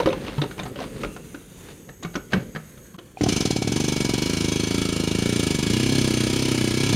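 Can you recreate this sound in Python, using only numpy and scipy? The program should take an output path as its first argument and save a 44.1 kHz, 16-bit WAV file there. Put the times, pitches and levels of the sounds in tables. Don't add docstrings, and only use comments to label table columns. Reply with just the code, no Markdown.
import sys
import numpy as np
from scipy import signal
from scipy.fft import rfft, irfft, next_fast_len
from scipy.io import wavfile
from scipy.ndimage import uniform_filter1d

SR = 44100
rng = np.random.default_rng(int(sys.argv[2]) if len(sys.argv) > 2 else 0)


def linear_from_db(decibels):
    return 10 ** (np.asarray(decibels, float) / 20)


def inscribe(sig):
    pcm = np.round(np.clip(np.atleast_2d(sig).T, -1, 1) * 32767)
    wavfile.write(sys.argv[1], SR, pcm.astype(np.int16))


N = 306495
T = np.arange(N) / SR
TRIGGER_S = 3.1718

# t/s, blow rate f/Hz
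PACE = [(3.29, 28.62), (3.462, 19.29), (3.62, 16.73), (3.757, 25.08), (3.958, 24.59), (4.103, 21.69),
        (4.295, 27.44), (4.563, 25.94), (4.764, 28.04), (5.1, 26.26), (5.334, 29.86), (5.585, 23.65),
        (5.726, 30.22), (5.94, 33.56), (6.177, 30.48), (6.402, 33.05), (6.7, 30.17), (6.895, 34.99),
        (6.96, 11.13)]
RUN_S = PACE[0][0]
IDLE_PACE, USUAL_PACE = 19, 27


def pace(s):
    return np.interp(s, *np.transpose(PACE), left=IDLE_PACE)


# t/s, level/dB against a running blow
FIRST_BLOWS = [(3.216, -7), (3.2387, 1.5), (3.2653, -0.5)]
# t/s, steel and exhaust level/dB, rebound trim level/dB, frame boom trim level/dB
DRIVE = [(3.21, -33.5, -18, 19), (3.24, -35.5, -25, -10), (3.27, -45, 5, -1), (3.29, -30.5, 0, -8),
         (3.35, -29.5, -0.5, -24), (3.62, -32.5, -1.5, -10.5), (4.1, -30.5, -0.5, -21),
         (5.15, -32, -3.5, -13), (5.3, -30.5, -4.5, -16.5), (5.55, -30.5, -2, -16),
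         (5.75, -30.5, 1.5, -14.5), (6.8, -30.5, -3.5, -12), (6.95, -28.5, 3, -5.5)]
REBOUND_S, REBOUND_JITTER_S = .0117, .0002
REBOUND_POWER, CLANG_POWER = 1.75, 3.4
CLANG_LAG_S = .0007


def strokes():
    rate = pace(T) * (T >= RUN_S)
    running = T[1:][np.diff(np.floor(np.cumsum(rate) / SR)) > 0]
    first_s, first_db = np.transpose(FIRST_BLOWS)
    s = np.r_[first_s, RUN_S, running]
    luck = rng.standard_normal((200, 3))[:len(s)]
    slowness = USUAL_PACE / pace(s)
    gain = linear_from_db(np.r_[first_db, np.zeros(len(running) + 1)] + .5 * luck[:, 0])
    back = s + REBOUND_S * slowness ** REBOUND_POWER + REBOUND_JITTER_S * luck[:, 1]
    back_gain = gain * linear_from_db(np.interp(s, *np.transpose(DRIVE)[[0, 2]]) + 0.16 * luck[:, 2])
    clang = s + CLANG_LAG_S * slowness ** CLANG_POWER * (s >= RUN_S)
    return clicks(s, gain), clicks(back, back_gain), clicks(clang, gain)


THUMP_DB, THUMP_DB_PER_PACE = -13.5, -0.0657
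CLACK_DB, CLACK_DB_PER_PACE, CLACK_DB_PER_S = -18, -1.3, -5
DULL_S, DULL_SHARE, DULL_WIDTH_S = 1.4, .7, .00025


def thump(blow, back):
    pad = signal.windows.hann(160) / 80
    soft, late = play(blow + 2.1 * back, pad), play(back, pad)
    frame = ring(soft, 113.7, 28.0) + 0.23 * ring(soft, 202, 32) + 2.55 * ring(late, 319, 18.3)
    boom = linear_from_db(curve(DRIVE, 3)) * frame

    loose = play(blow, pad[::4] * 4)
    quick = pace(T) - USUAL_PACE
    clack_db = CLACK_DB + CLACK_DB_PER_PACE * quick + CLACK_DB_PER_S * (T - RUN_S)
    clack = linear_from_db(clack_db) * (ring(loose, 760, 60) + 0.25 * ring(loose, 680, 84))
    valve = play(clicks(np.array([TRIGGER_S]), np.ones(1)), pad[::10] * 10)
    clack += linear_from_db(-13) * (ring(valve, 760, 55) + .5 * ring(valve, 2450, 60))

    strike = push(blow, 325, 0.0028, 0.008, 0.32)
    dull = DULL_SHARE * np.clip((T - RUN_S) / DULL_S, 0, 1)
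    blur = np.exp(-.5 * (np.arange(-100, 101) / SR / DULL_WIDTH_S) ** 2)
    strike = (1 - dull) * strike + dull * play(strike, blur / blur.sum(), 100 / SR)
    rebound = push(back, 224, 0.0023, 0.0037, 0.21)
    both = 1.377 * strike + rebound + boom + clack
    both = signal.sosfilt(signal.butter(2, 62, "high", fs=SR, output="sos"), both)
    return linear_from_db(THUMP_DB + THUMP_DB_PER_PACE * quick) * both


def push(train, hz, before_s, after_s, swing):
    t = np.arange(-300, 900) / SR
    turns = np.where(t < 0, hz * t, swing * (1 - np.exp(-hz * abs(t) / swing)))
    size = np.exp(np.where(t < 0, -(t / before_s) ** 2, -t / after_s))
    return play(train, -np.cos(2 * np.pi * turns) * size, 300 / SR)


# f/Hz, base width f/Hz (scaled where struck), relative level/dB
STEEL = [(964, 65, -10), (1300, 85, -9), (1684, 60, -10), (2260, 60, -6), (2380, 40, -10), (2821, 35, -6),
         (2935, 30, -3), (3035, 30, -5), (3139, 30, -8), (3306, 45, -2), (3750, 43, -10), (4010, 26, -6),
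         (4290, 50, -3), (4750, 80, -8), (4945, 45, -11), (5570, 23, -8), (6140, 70, -5), (6219, 30, -1),
         (7110, 22, -9), (7390, 43, -11), (8930, 180, -12), (9490, 77, -11)]
# f/Hz, filter level/dB
EXHAUST = [(290, 3), (500, -2), (1160, -10), (1630, -9.5), (1970, -10.5), (2310, -3.5), (6260, -8),
           (7400, -9.5), (8000, -20), (8900, -11.5), (9900, -13.5), (10600, -18), (15800, -31.5)]
BIT_REBOUND = .3
TICK_LEAD_S, TICK_DECAY_S = 0.0019, .0012
LOOSE_HZ, LOOSE_WIDTH_HZ, LOOSE_DB, LOOSE_DB_PER_S = 5900, 2200, 1.5, -5
SHANK_DB = -5


def steel(blow, back, clang):
    t = np.arange(-260, 3000) / SR
    lead_s = 260 / SR
    chatter = np.where(t < 0, np.exp(t / 0.0016), np.exp(-t / 0.006))
    puff = np.where(t < 0, np.exp(t / 0.0062), 0.27 * np.exp(-t / 0.0036) + 0.38 * np.exp(-t / 0.038))
    tick = np.where(t < 0, 0, np.exp(-t / TICK_DECAY_S) + 0.21 * np.exp(-t / .008))
    fresh, air = rng.standard_normal((2, N))

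    scrub = rattle(clang + BIT_REBOUND * back, chatter, lead_s)
    drive = 5.2 * clang + scrub + 0.041 * fresh * (T > RUN_S)
    modes = np.zeros(N)
    for k, (hz, width, db) in enumerate(STEEL):
        modes += (-1) ** k * linear_from_db(db) * width * ring(drive, hz, 0.89 * width)

    bleed = 0.22 * air * np.clip((T - TRIGGER_S) / 0.012, 0, 1)
    puffs = rattle(blow + 1.8 * clang + BIT_REBOUND * back, puff, lead_s)
    exhaust = colour(puffs + bleed, EXHAUST)
    ticks = rattle(blow + 0.48 * clang, tick, lead_s + TICK_LEAD_S)
    snap = colour(ticks, [(6000, 11), (8000, -27), (10500, -3), (13500, 25), (16000, -32)])

    bright = ring(ring(drive, LOOSE_HZ, LOOSE_WIDTH_HZ), LOOSE_HZ, LOOSE_WIDTH_HZ)
    both = linear_from_db(LOOSE_DB + LOOSE_DB_PER_S * (T - TRIGGER_S)) * evened(bright)
    both = both + evened(modes) + linear_from_db(4.0) * evened(exhaust)
    both = both + linear_from_db(SHANK_DB) * evened(shank(clang * (T >= RUN_S))) + linear_from_db(-22.0) * evened(snap)
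    return linear_from_db(curve(DRIVE, 1)) * both / band(both[4 * SR:], 2000, 8000)


ALIKE, SEATING_S = .7, .2


def rattle(train, shape, lead_s):
    grain = rng.standard_normal((round(N / SR / SEATING_S) + 2, len(shape)))
    fresh = rng.standard_normal(N)
    out, lead = np.zeros(N + len(shape)), round(lead_s * SR)
    for at in np.flatnonzero(train):
        seat, part = divmod(at / SR / SEATING_S, 1)
        turn = np.pi / 2 * part
        same = np.cos(turn) * grain[int(seat)] + np.sin(turn) * grain[int(seat) + 1]
        out[at - lead:][:len(shape)] += train[at] * shape * same
    return np.sqrt(ALIKE) * out[:N] + np.sqrt(1 - ALIKE) * fresh * play(train, shape, lead_s)


# f/Hz, width f/Hz, relative level/dB
SHANK = [(1684, 10, -12), (2259, 5, 0), (4009, 10, -11), (5327, 6, -7)]


def shank(clang):
    last = np.maximum.accumulate(np.where(clang > 0, T, 0))
    since = T - last
    rings = np.zeros(N)
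    for hz, width, db in SHANK:
        rings += linear_from_db(db) * np.exp(-np.pi * width * since) * np.sin(2 * np.pi * hz * since)
    return (last > 0) * rings


# t/s, crack level/dB, thud level/dB, thud f/Hz, clink f/Hz
KNOCKS = [(0.001, -18, -10.5, 502, 950), (0.024, -35, -18, 500, 3770), (0.032, -35, -42, 500, 3530),
          (0.058, -16.5, -14, 316, 1160), (0.072, -21.5, -8.5, 515, 980), (0.087, -24.5, -17, 392, 3700),
          (0.103, -27.5, -20, 554, 2620), (0.117, -37, -40, 510, 3430), (0.127, -22, -20.5, 510, 890),
          (0.264, -32.5, -43, 178, 2960), (0.279, -29, -36, 300, 2720), (0.381, -26.5, -15.5, 144, 940),
          (0.416, -18.5, -18.5, 283, 3760), (0.436, -27.5, -23, 410, 905), (0.51, -31, -49, 239, 1510),
          (0.579, -31, -38, 400, 870), (0.59, -26.5, -49, 312, 2380), (0.596, -24.5, -32, 190, 3650),
          (0.632, -31.5, -31.5, 131.5, 6900), (0.654, -31, -32, 405, 930), (0.661, -30.5, -36, 254, 745),
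          (0.757, -32, -30, 570, 2930), (0.788, -28.5, -50, 520, 1090), (0.802, -25.5, -47, 204, 657),
          (0.838, -32, -42, 175, 1080), (1.033, -23, -30, 563, 1340), (1.046, -26.5, -32, 354, 2480),
          (1.163, -33.5, -40, 330, 1330), (1.344, -32, -27.5, 288, 1520), (1.889, -35.5, -39.5, 141, 1730),
          (2.025, -36, -49, 240, 1050), (2.03, -29, -56, 300, 6850), (2.033, -33.5, -32, 298, 3770),
          (2.048, -27.5, -24.5, 171, 1260), (2.153, -22.5, -39, 400, 1490), (2.155, -27.5, -47, 400, 6000),
          (2.157, -29.5, -26, 289, 3200), (2.326, -43, -26, 694, 4000), (2.332, -12.5, -32, 390, 1564),
          (2.341, -48, -14, 183, 2420), (2.549, -30.5, -28.5, 157.5, 1540), (2.559, -25, -27, 215, 1780),
          (2.775, -45, -40, 137, 3300), (2.942, -41.5, -36, 181, 1130), (2.982, -40.5, -34, 350, 1370),
          (2.986, -36, -42, 350, 3340), (3.209, -26, -10.5, 294, 2090), (3.26, -25, -28, 190, 680)]
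# f/Hz, level/dB, ring length t/s (the mode width is 3.4 over this)
BODY = [(199, -6, 0.25), (290, -6, 0.14), (411, -5, 0.08), (520, -3, .2), (760, -4, .25), (1052, -6, 0.25),
        (1300, -5, .25), (1523, -7, 0.3), (1900, -12, .2), (2250, -9, 0.2), (3042, -20, 0.14)]
# f/Hz, filter level/dB
SCRAPE = [(240, -6), (400, -2.5), (887, -8.5), (1550, -8.5), (2050, -9.5), (4200, -13.5), (6000, -25.5),
          (12000, -35), (15600, -65), (22000, -120)]
CRACK_S = 0.065
THUD_T60_S, THUD_CYCLES, THUD_RISE_S = 0.015, 34, 0.00061
CLINK_WIDTH = .18


def knocks():
    t, out, shove = np.arange(8000) / SR, np.zeros(N), np.zeros(N)
    rise = 1 - np.exp(-(t / 0.00095) ** 2)
    for s, db, thud_db, thud_hz, clink_hz in KNOCKS:
        thud_t60 = THUD_T60_S + THUD_CYCLES / thud_hz
        grit, at = rng.standard_normal((3, len(t))), round(s * SR)
        rasp = evened(colour(grit[0], SCRAPE))
        linger = evened(signal.lfilter([1], [1, -1.6, .64], rasp))
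        crack = rise * (rasp * linear_from_db(-75 * t / CRACK_S) + 0.33 * linger * linear_from_db(-300 * t))

        width = CLINK_WIDTH * clink_hz
        clink = ring(ring(grit[1] * rise * linear_from_db(-110 * t / CRACK_S), clink_hz, width), clink_hz, width)

        wobble = 0.4 * evened(uniform_filter1d(uniform_filter1d(grit[2], 300), 300))
        tone = np.sin(2 * np.pi * thud_hz * t + wobble - wobble[0])
        thud = tone * (1 - np.exp(-t / THUD_RISE_S)) * linear_from_db(thud_db - 60 * t / thud_t60)

        out[at:at + len(t)] += linear_from_db(db) * (0.63 * crack + 0.95 * clink / abs(clink).max()) + thud
        shove[at:at + len(t)] += linear_from_db(db) * grit[0] * rise * linear_from_db(-300 * t / CRACK_S)
    tool = sum(linear_from_db(db) * ring(shove, hz, 2.6 * width) for hz, width, db in STEEL[3::2])
    body = sum(linear_from_db(db) * ring(shove, hz, 3.4 / length) for hz, db, length in BODY)
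    return out + linear_from_db(-28) * tool + linear_from_db(-28) * body


# f/Hz, filter level/dB
RUMBLE = [(20, -30), (40, 4), (85, -5.5), (150, -1), (300, -5.5), (520, -8.5), (900, -49), (2000, -90)]
# peak t/s, swell t/s, fade t/s, scrape level/dB, rumble level/dB
SLIPS = [(.001, 0.011, 0.17, -38, -42), (.2, 0.044, 0.056, -52, -33.5), (.29, 0.25, 0.27, -39.5, -67),
         (0.698, 0.83, 0.0063, -48.5, -41.5), (.83, 0.11, 0.064, -35.5, -39),
         (1.011, 0.2, 0.19, -42.5, -30.5), (1.71, 0.14, 0.043, -44, -46),
         (2.144, 0.0083, 0.055, -35, -26.5), (2.323, 0.02, 0.14, -34.5, -22)]
# t/s, level/dB
HAND = [(0, -36), (.55, -42), (1.2, -44), (1.45, -47), (2.0, -46.5), (2.6, -50), (3.12, -48.5), (3.25, -49)]
SLIP_DB, RUMBLE_LAG_S = -23.5, 0.024
HAND_SCRAPE_DB = -37


def drag():
    lumps = linear_from_db(2.4 * np.clip(evened(uniform_filter1d(rng.standard_normal(N), 700)), -2, 2))
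    sizes = linear_from_db(0.47 * np.minimum(rng.exponential(1, N), 3))
    grit = sizes * (rng.random(N) < .1) * rng.standard_normal(N)
    rumble = evened(colour(lumps * rng.standard_normal(N), RUMBLE))
    scrape = evened(colour(lumps * grit, SCRAPE))
    low = linear_from_db(curve(HAND, 1))
    high = low * linear_from_db(HAND_SCRAPE_DB)
    for s, swell, fade, scrape_db, rumble_db in SLIPS:
        late = T - s - RUMBLE_LAG_S
        high = high + linear_from_db(scrape_db + SLIP_DB * np.maximum((s - T) / swell, (T - s) / fade))
        low = low + linear_from_db(rumble_db + SLIP_DB * np.maximum(-late / swell, late / fade))
    return low * rumble + high * scrape


# f/Hz, filter level/dB
LEAK = [(24, -42), (40, 0.5), (158, 4), (400, -13), (889, -14.5), (1580, -14), (3300, -17), (5400, -23.5),
        (6300, -13.5), (7500, -19), (8300, -20), (9600, -16), (11000, -28), (12500, -20), (15800, -30)]
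# t/s, level/dB
LEAK_DB = [(0, -55), (.9, -54), (1.65, -53.5), (1.8, -56.5), (2.9, -58.5), (3.2, -61.5)]
# f/Hz, nominal width f/Hz, level/dB, from t/s, to t/s
WHISTLES = [(6560, 130, -60.5, 1.73, 3.0), (7820, 100, -67, 1.7, 3.0), (12700, 270, -63, 1.75, 3.0),
            (9640, 250, -63, 0.84, 1.5), (12400, 250, -66, 0.33, .85)]


def leak():
    air = rng.standard_normal((2, N))
    drift = linear_from_db(1.5 * evened(uniform_filter1d(rng.standard_normal((2, N)), 3000)))
    air = air * drift
    z = signal.stft(air[0], nperseg=512)[2]
    patches = uniform_filter1d(rng.standard_normal(z.shape), size=3, axis=0)
    patches = evened(uniform_filter1d(patches, size=70, axis=1))
    hiss = colour(signal.istft(z * linear_from_db(2.2 * patches), nperseg=512)[1][:N], LEAK)
    bands = np.zeros(N)
    for hz, width, db, start, stop in WHISTLES:
        gate = np.clip(10 * np.minimum(T - start, stop - T) + .5, 0, 1)
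        bands += linear_from_db(db) * gate * evened(ring(ring(air[1], hz, 2 * width), hz, 2 * width))
    return linear_from_db(curve(LEAK_DB, 1)) * hiss / band(hiss, 5500, 15000) + bands


def shop(x, t60=0.24):
    t = np.arange(SR // 2) / SR
    tail = signal.lfilter([1], [1, -.6], rng.standard_normal(len(t))) * linear_from_db(-60 * t / t60) * (t > .004)
    return play(x, tail / np.linalg.norm(tail))


def evened(x):
    return x / np.sqrt(np.mean(x ** 2) + 1e-20)


def curve(rows, column):
    return np.interp(T, *np.transpose(rows)[[0, column]])


def colour(x, points):
    size = next_fast_len(len(x))
    f, db = np.transpose(points)
    hz = np.arange(size // 2 + 1) * SR / size
    gain = linear_from_db(np.interp(np.log(hz + 1), np.log(f + 1), db))
    return irfft(rfft(x, size) * gain, size)[:len(x)]


def ring(x, hz, width):
    r, w = np.exp(-np.pi * width / SR), 2 * np.pi * hz / SR
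    return signal.lfilter([0, r * np.sin(w)], [1, -2 * r * np.cos(w), r * r], x)


def clicks(s, gain):
    at = np.round(s * SR).astype(int)
    return np.bincount(at[at < N], gain[at < N], N)


def play(train, shape, lead_s=0):
    return signal.oaconvolve(train, shape)[round(lead_s * SR):][:N]


def band(x, lo_hz, hi_hz):
    return np.std(signal.sosfilt(signal.butter(4, [lo_hz, hi_hz], "band", fs=SR, output="sos"), x))


# f/Hz, filter level/dB
WIDE = [(60, -36), (300, -39), (800, -31), (3000, -21), (10000, -12), (12000, 1.5), (16000, 1)]


def scene():
    blow, back, clang = strokes()
    taps, metal = knocks(), steel(blow, back, clang)
    tails = linear_from_db(-15) * shop(taps) + linear_from_db(-12.5) * shop(metal)
    mid = taps + metal + thump(blow, back) + tails + drag() + leak()
    flutter = evened(uniform_filter1d(rng.standard_normal(N), 100))
    top = colour(mid, [(10500, -40), (12000, 4.5)])
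    side = colour(0.5 * flutter * mid - 0.3 * top, WIDE)
    return np.array([mid + side, mid - side])


def low_pass(x):
    return signal.sosfilt(signal.butter(12, 15930, fs=SR, output="sos"), x)


def record(dry):
    gap_s, hold_s, back_s = 2.967, .008, .012
    fade = np.interp(T - gap_s, [-.001, 0, hold_s, hold_s + back_s], [1, .1, .1, 1])
    thin = signal.sosfilt(signal.butter(1, 45, "high", fs=SR, output="sos"), dry)
    thin = signal.oaconvolve(thin, signal.firwin(255, 15900, fs=SR)[None], "same")
    return low_pass(thin * fade)


dry = scene()
out = record(dry)
inscribe(out)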